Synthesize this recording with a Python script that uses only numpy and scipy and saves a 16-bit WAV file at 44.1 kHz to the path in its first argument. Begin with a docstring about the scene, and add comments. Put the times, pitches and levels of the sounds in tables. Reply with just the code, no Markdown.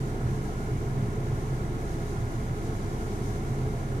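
"""A steady engine throb and an uneven boom around 120 Hz fill a car idling at a snowy crossing.
Two softer cabin resonances drone above the boom. The heater blower rushes through the resonances
of its ducts and the cabin, with a faint fan whine. Outside, gusts drive powder snow over the
glass with a fine hiss. Every layer runs from start to end."""
import sys
import numpy as np
from scipy.fft import rfft, irfft, next_fast_len
from scipy.io import wavfile
from scipy.ndimage import uniform_filter1d, map_coordinates

SR = 44100
rng = np.random.default_rng(int(sys.argv[2]) if len(sys.argv) > 2 else 0)


def store_pcm(level_fs):
    """Save levels as 16-bit WAV."""
    pcm = np.round(np.clip(level_fs, -1, 1) * 32767).astype(np.int16)
    wavfile.write(sys.argv[1], SR, np.atleast_2d(pcm).T)


N = 176400
T = np.arange(N) / SR


def amp(db):
    """Decibels to gain."""
    return 10 ** (np.asarray(db) / 20)


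def unit(x):
    """Scale to rms 1."""
    return x / np.sqrt(np.mean(x ** 2) + 1e-20)


def along(points, hz):
    """Read (f/Hz, value) points on a log frequency axis."""
    f, v = np.transpose(points)
    return np.interp(np.log(hz + 1), np.log(f + 1), v)


def curve(rows):
    """Join (t/s, value) points into an envelope."""
    return np.interp(T, *np.transpose(rows))


def wobble(rate):
    """Smooth random modulation, rate knots a second."""
    return map_coordinates(rng.standard_normal(N // 4), [T * rate + 2], mode="mirror")


def filtered(x, response):
    """EQ x with a gain that is a function of frequency."""
    size = next_fast_len(N + 8192)
    return irfft(rfft(x, size) * response(np.fft.rfftfreq(size, 1 / SR)), size)[..., :N]


def noise(spectrum):
    """Coloured noise of rms 1."""
    return unit(filtered(rng.standard_normal(N), lambda hz: amp(along(spectrum, hz))))


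def stereo_noise(gain, coherence, lag):
    """Mid/side noise of rms 1; gain, coherence and left lag/rad are functions of frequency."""
    hz = np.fft.rfftfreq(N, 1 / SR)
    a, b = rng.standard_normal((2, len(hz))) + 1j * rng.standard_normal((2, len(hz)))
    spread = np.arccos(np.clip(coherence(hz), 0, 1)) / 2
    mid, side = np.cos(spread) * a, np.sin(spread) * b
    shift = np.exp(.5j * lag(hz))
    return unit(irfft(gain(hz) * np.array([(mid + side) / shift, (mid - side) * shift]), N))


def tone(hz, db):
    """A sine of the given rms level that follows a pitch curve."""
    return np.sqrt(2) * amp(db) * np.sin(2 * np.pi * (np.cumsum(hz) / SR + rng.random()))


def even(x, size):
    """Level a noise to rms 1 over spans of size samples."""
    power = uniform_filter1d(uniform_filter1d(x ** 2, size=size), size=size)
    return unit(x / np.sqrt(np.abs(power)))


def resonance(f, hz, width):
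    """Gain of a flat-topped resonance."""
    return 1 / (1 + ((f - hz) / (width / 2)) ** 4) ** .5


# Partials of the throb: multiple of the firing rate, level/dB
ENGINE_ORDERS = [(1, -37), (2, -44.5), (3, -46), (6, -50.5)]
# Envelope of the order that hums in the cabin: t/s, level/dB
HUM_ENVELOPE = [(0, -52), (0.3, -34.5), (0.55, -41), (0.8, -35.5), (1.1, -39), (1.5, -38), (1.8, -44),
                (3.0, -46), (3.6, -42), (4, -45)]


def engine(firing_hz=26.76, drift=0.0044, hum_order=5, waver_db=1.8):
    """Orders of the firing rate; the upper ones waver with uneven combustion, one hums in the cabin."""
    rate = firing_hz * (1 + drift * wobble(2.018))
    hum = tone(hum_order * rate, curve(HUM_ENVELOPE))
    throb = sum(tone(order * rate, db + waver_db * np.log(order) * wobble(5.35))
                for order, db in ENGINE_ORDERS)
    return hum + throb


# Colour of the cabin boom: f/Hz, relative level/dB
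BOOM_COLOUR = [(40, -68), (70, -10.5), (88, -3.5), (103, 0.8), (116, 2), (136, 0.5), (152, -5.5),
               (175, -18), (260, -53.5), (600, -120)]
# Swells of the boom: t/s, level/dB
BOOM_ENVELOPE = [(0, -30.5), (0.09, -34.5), (0.17, -39.5), (0.26, -27), (0.32, -32.5), (0.43, -39),
                 (0.64, -37), (0.76, -28), (0.85, -33.5), (0.94, -35.5), (1.0, -28.5), (1.16, -33.5),
                 (1.34, -29.5), (1.45, -35.5), (1.54, -31.5), (1.62, -34), (1.7, -37.5), (1.88, -43.5),
                 (1.96, -33), (2.07, -37), (2.14, -35.5), (2.21, -28), (2.27, -33.5), (2.32, -38),
                 (2.385, -28), (2.44, -41), (2.5, -28), (2.57, -36.5), (2.88, -34), (3.0, -42),
                 (3.19, -36.5), (3.28, -29), (3.35, -36), (3.45, -40), (3.52, -29), (3.57, -36),
                 (3.63, -29), (3.7, -35), (3.82, -37), (3.99, -28)]


def boom(trim_db=-0.1):
    """The cabin's low resonance swells and sinks irregularly."""
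    return even(noise(BOOM_COLOUR), size=2200) * amp(curve(BOOM_ENVELOPE) + trim_db)


# Swells of the lower and the upper drone: t/s, level/dB
LOW_DRONE_ENVELOPE = [(0, -41), (0.55, -40.5), (0.87, -49), (1.04, -35.5), (1.25, -47.5), (1.65, -41),
                      (1.85, -46), (2.3, -48), (2.44, -41.5), (2.55, -51), (2.7, -42.5), (3.3, -41.5),
                      (4, -45.5)]
HIGH_DRONE_ENVELOPE = [(0, -41), (0.45, -43.5), (1.12, -41.5), (1.7, -45), (1.85, -43), (2.0, -45),
                       (2.17, -41), (2.35, -47), (2.68, -41), (2.87, -45), (3.1, -40.5), (3.5, -45.5),
                       (3.62, -40), (3.73, -38.5), (3.85, -51), (3.97, -38)]


def drone(envelope, hz, width_hz, trim_db=0):
    """A narrow cabin resonance hums above the boom, swelling at its own pace."""
    band = filtered(rng.standard_normal(N), lambda f: resonance(f, hz, width_hz))
    return even(band, size=6000) * amp(curve(envelope) + trim_db)


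# Colour of the blower's broad rush: f/Hz, relative level/dB
RUSH_COLOUR = [(15, -26), (38, -12), (50, -10.5), (70, -0.5), (170, -6), (290, -3), (440, -12.5),
               (490, -12), (600, -16), (850, -17), (1200, -25), (1550, -28.5), (2300, -28), (2700, -31),
               (4000, -37), (8000, -53), (14500, -66)]
# Stereo image of the rush, narrow lows and wide highs: f/Hz, coherence
RUSH_COHERENCE = [(100, 0.97), (200, 0.73), (300, 0.9), (550, 0.64), (800, 0.44), (1100, .2), (2000, .1),
                  (4000, .02)]
# Duct and cabin resonances: f/Hz, width/Hz, level/dB, left minus right/dB, left lag/rad, coherence
DUCT_RESONANCES = [(52.3, 19, -46.5, 0, 0, 0.92), (347, 43, -46, 2.5, 0.25, 0.88),
                   (530, 61, -58, 2, 0.1, .9), (727, 146, -50, -1, 0.61, 0.96),
                   (944, 57, -59, -13, -0.5, 0.64), (1067, 117, -54, -8.5, -2.5, 0.89),
                   (1293, 90, -56, -7.5, -3, 0.86), (1425, 92, -52.5, -5, 3, 0.98),
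                   (1678, 99, -57.5, 8.5, 3, 0.59), (1826, 97, -62, -5, 3, 0.66),
                   (2117, 310, -58.5, 1.5, 0.1, 0.71), (2893, 63, -74, -4, 0.5, 0.71),
                   (3335, 73, -76, 10, -1, .6)]


def blower(rush_db=-38, left_lag_s=0.00014):
    """Heater air rushes out and excites the resonances of the ducts and the cabin."""
    air = amp(rush_db) * stereo_noise(gain=lambda f: amp(along(RUSH_COLOUR, f)),
                                      coherence=lambda f: along(RUSH_COHERENCE, f),
                                      lag=lambda f: 2 * np.pi * f * left_lag_s)
    for hz, width, db, pan_db, lag, coherence in DUCT_RESONANCES:
        band = stereo_noise(lambda f: resonance(f, hz, width), lambda f: coherence, lambda f: lag)
        pan = amp([[pan_db / 2], [-pan_db / 2]])
        air += amp(db) * unit(band * pan)
    return air


# Partials of the fan whine: f/Hz, level/dB
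WHINE_PARTIALS = [(346, -53.5), (673, -58.5), (1028, -68), (1416, -71), (3838, -77), (5766, -78),
                  (7764, -80)]


def fan_whine(drift=0.00203, waver_db=2):
    """Faint tones drift together with the fan's speed, each wavering in level."""
    speed = 1 + drift * wobble(6)
    return sum(tone(hz * speed, db + waver_db * wobble(8)) for hz, db in WHINE_PARTIALS)


# Gust envelope, before each side scales its swing: t/s, level/dB
GUST_ENVELOPE = [(0.0, -53.5), (0.26, -55), (0.32, -54), (0.96, -55), (1.02, -54.5), (1.16, -56),
                 (1.42, -54), (1.72, -55.5), (1.92, -53.5), (2.08, -53), (2.24, -55), (2.32, -53.5),
                 (2.54, -55), (2.6, -53.5), (2.92, -54), (3.08, -52.5), (3.2, -54), (3.26, -52),
                 (3.38, -54), (3.99, -55.5)]
# Colour of the snow hiss on each side: f/Hz, relative level/dB
SNOW_LEFT_COLOUR = [(1200, -20), (3000, -7), (3900, -3), (4500, -4.5), (5500, -2), (6500, 1.5),
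                    (7600, -5.5), (9000, -7.5), (11800, -14.5), (14500, -15.5)]
SNOW_RIGHT_COLOUR = [(1200, -27), (3000, -4.5), (4500, -3), (7500, -2), (9100, -0.5), (10700, -4),
                     (11700, -4), (13500, -7.5), (14500, -11)]


def snow(flurry_db=0.52, grain_db=1.4):
    """Blown crystals hiss on the glass in gusts and quick flurries, felt most on the left."""
    level = curve(GUST_ENVELOPE)
    gust_db = level - level.mean() + flurry_db * wobble(21.84)
    sides = []
    for colour, trim_db, gust_depth in [(SNOW_LEFT_COLOUR, 1, 1.34), (SNOW_RIGHT_COLOUR, -0.5, 0.77)]:
        hiss = unit(noise(colour) * amp(grain_db * wobble(1500)))
        sides.append(hiss * amp(level.mean() + trim_db + gust_depth * gust_db))
    return np.array(sides)


def scene(lean_db=0.68):
    """The mix: bass leaning slightly right, drones and whine centred, air and snow in stereo."""
    bass = (engine() + boom()) * amp([[-lean_db], [lean_db]])
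    low_drone = drone(LOW_DRONE_ENVELOPE, hz=207.4, width_hz=44)
    high_drone = drone(HIGH_DRONE_ENVELOPE, hz=416, width_hz=43, trim_db=-0.45)
    return bass + low_drone + high_drone + blower() + fan_whine() + snow()


def record(dry, fade_s=0.004, top_hz=14520):
    """Short fades at both ends, then a brick-wall high cut."""
    fade = np.clip(np.minimum(T, T[-1] - T) / fade_s, 0, 1)
    return filtered(dry * fade, lambda hz: hz < top_hz)


dry = scene()
out = record(dry)
store_pcm(out)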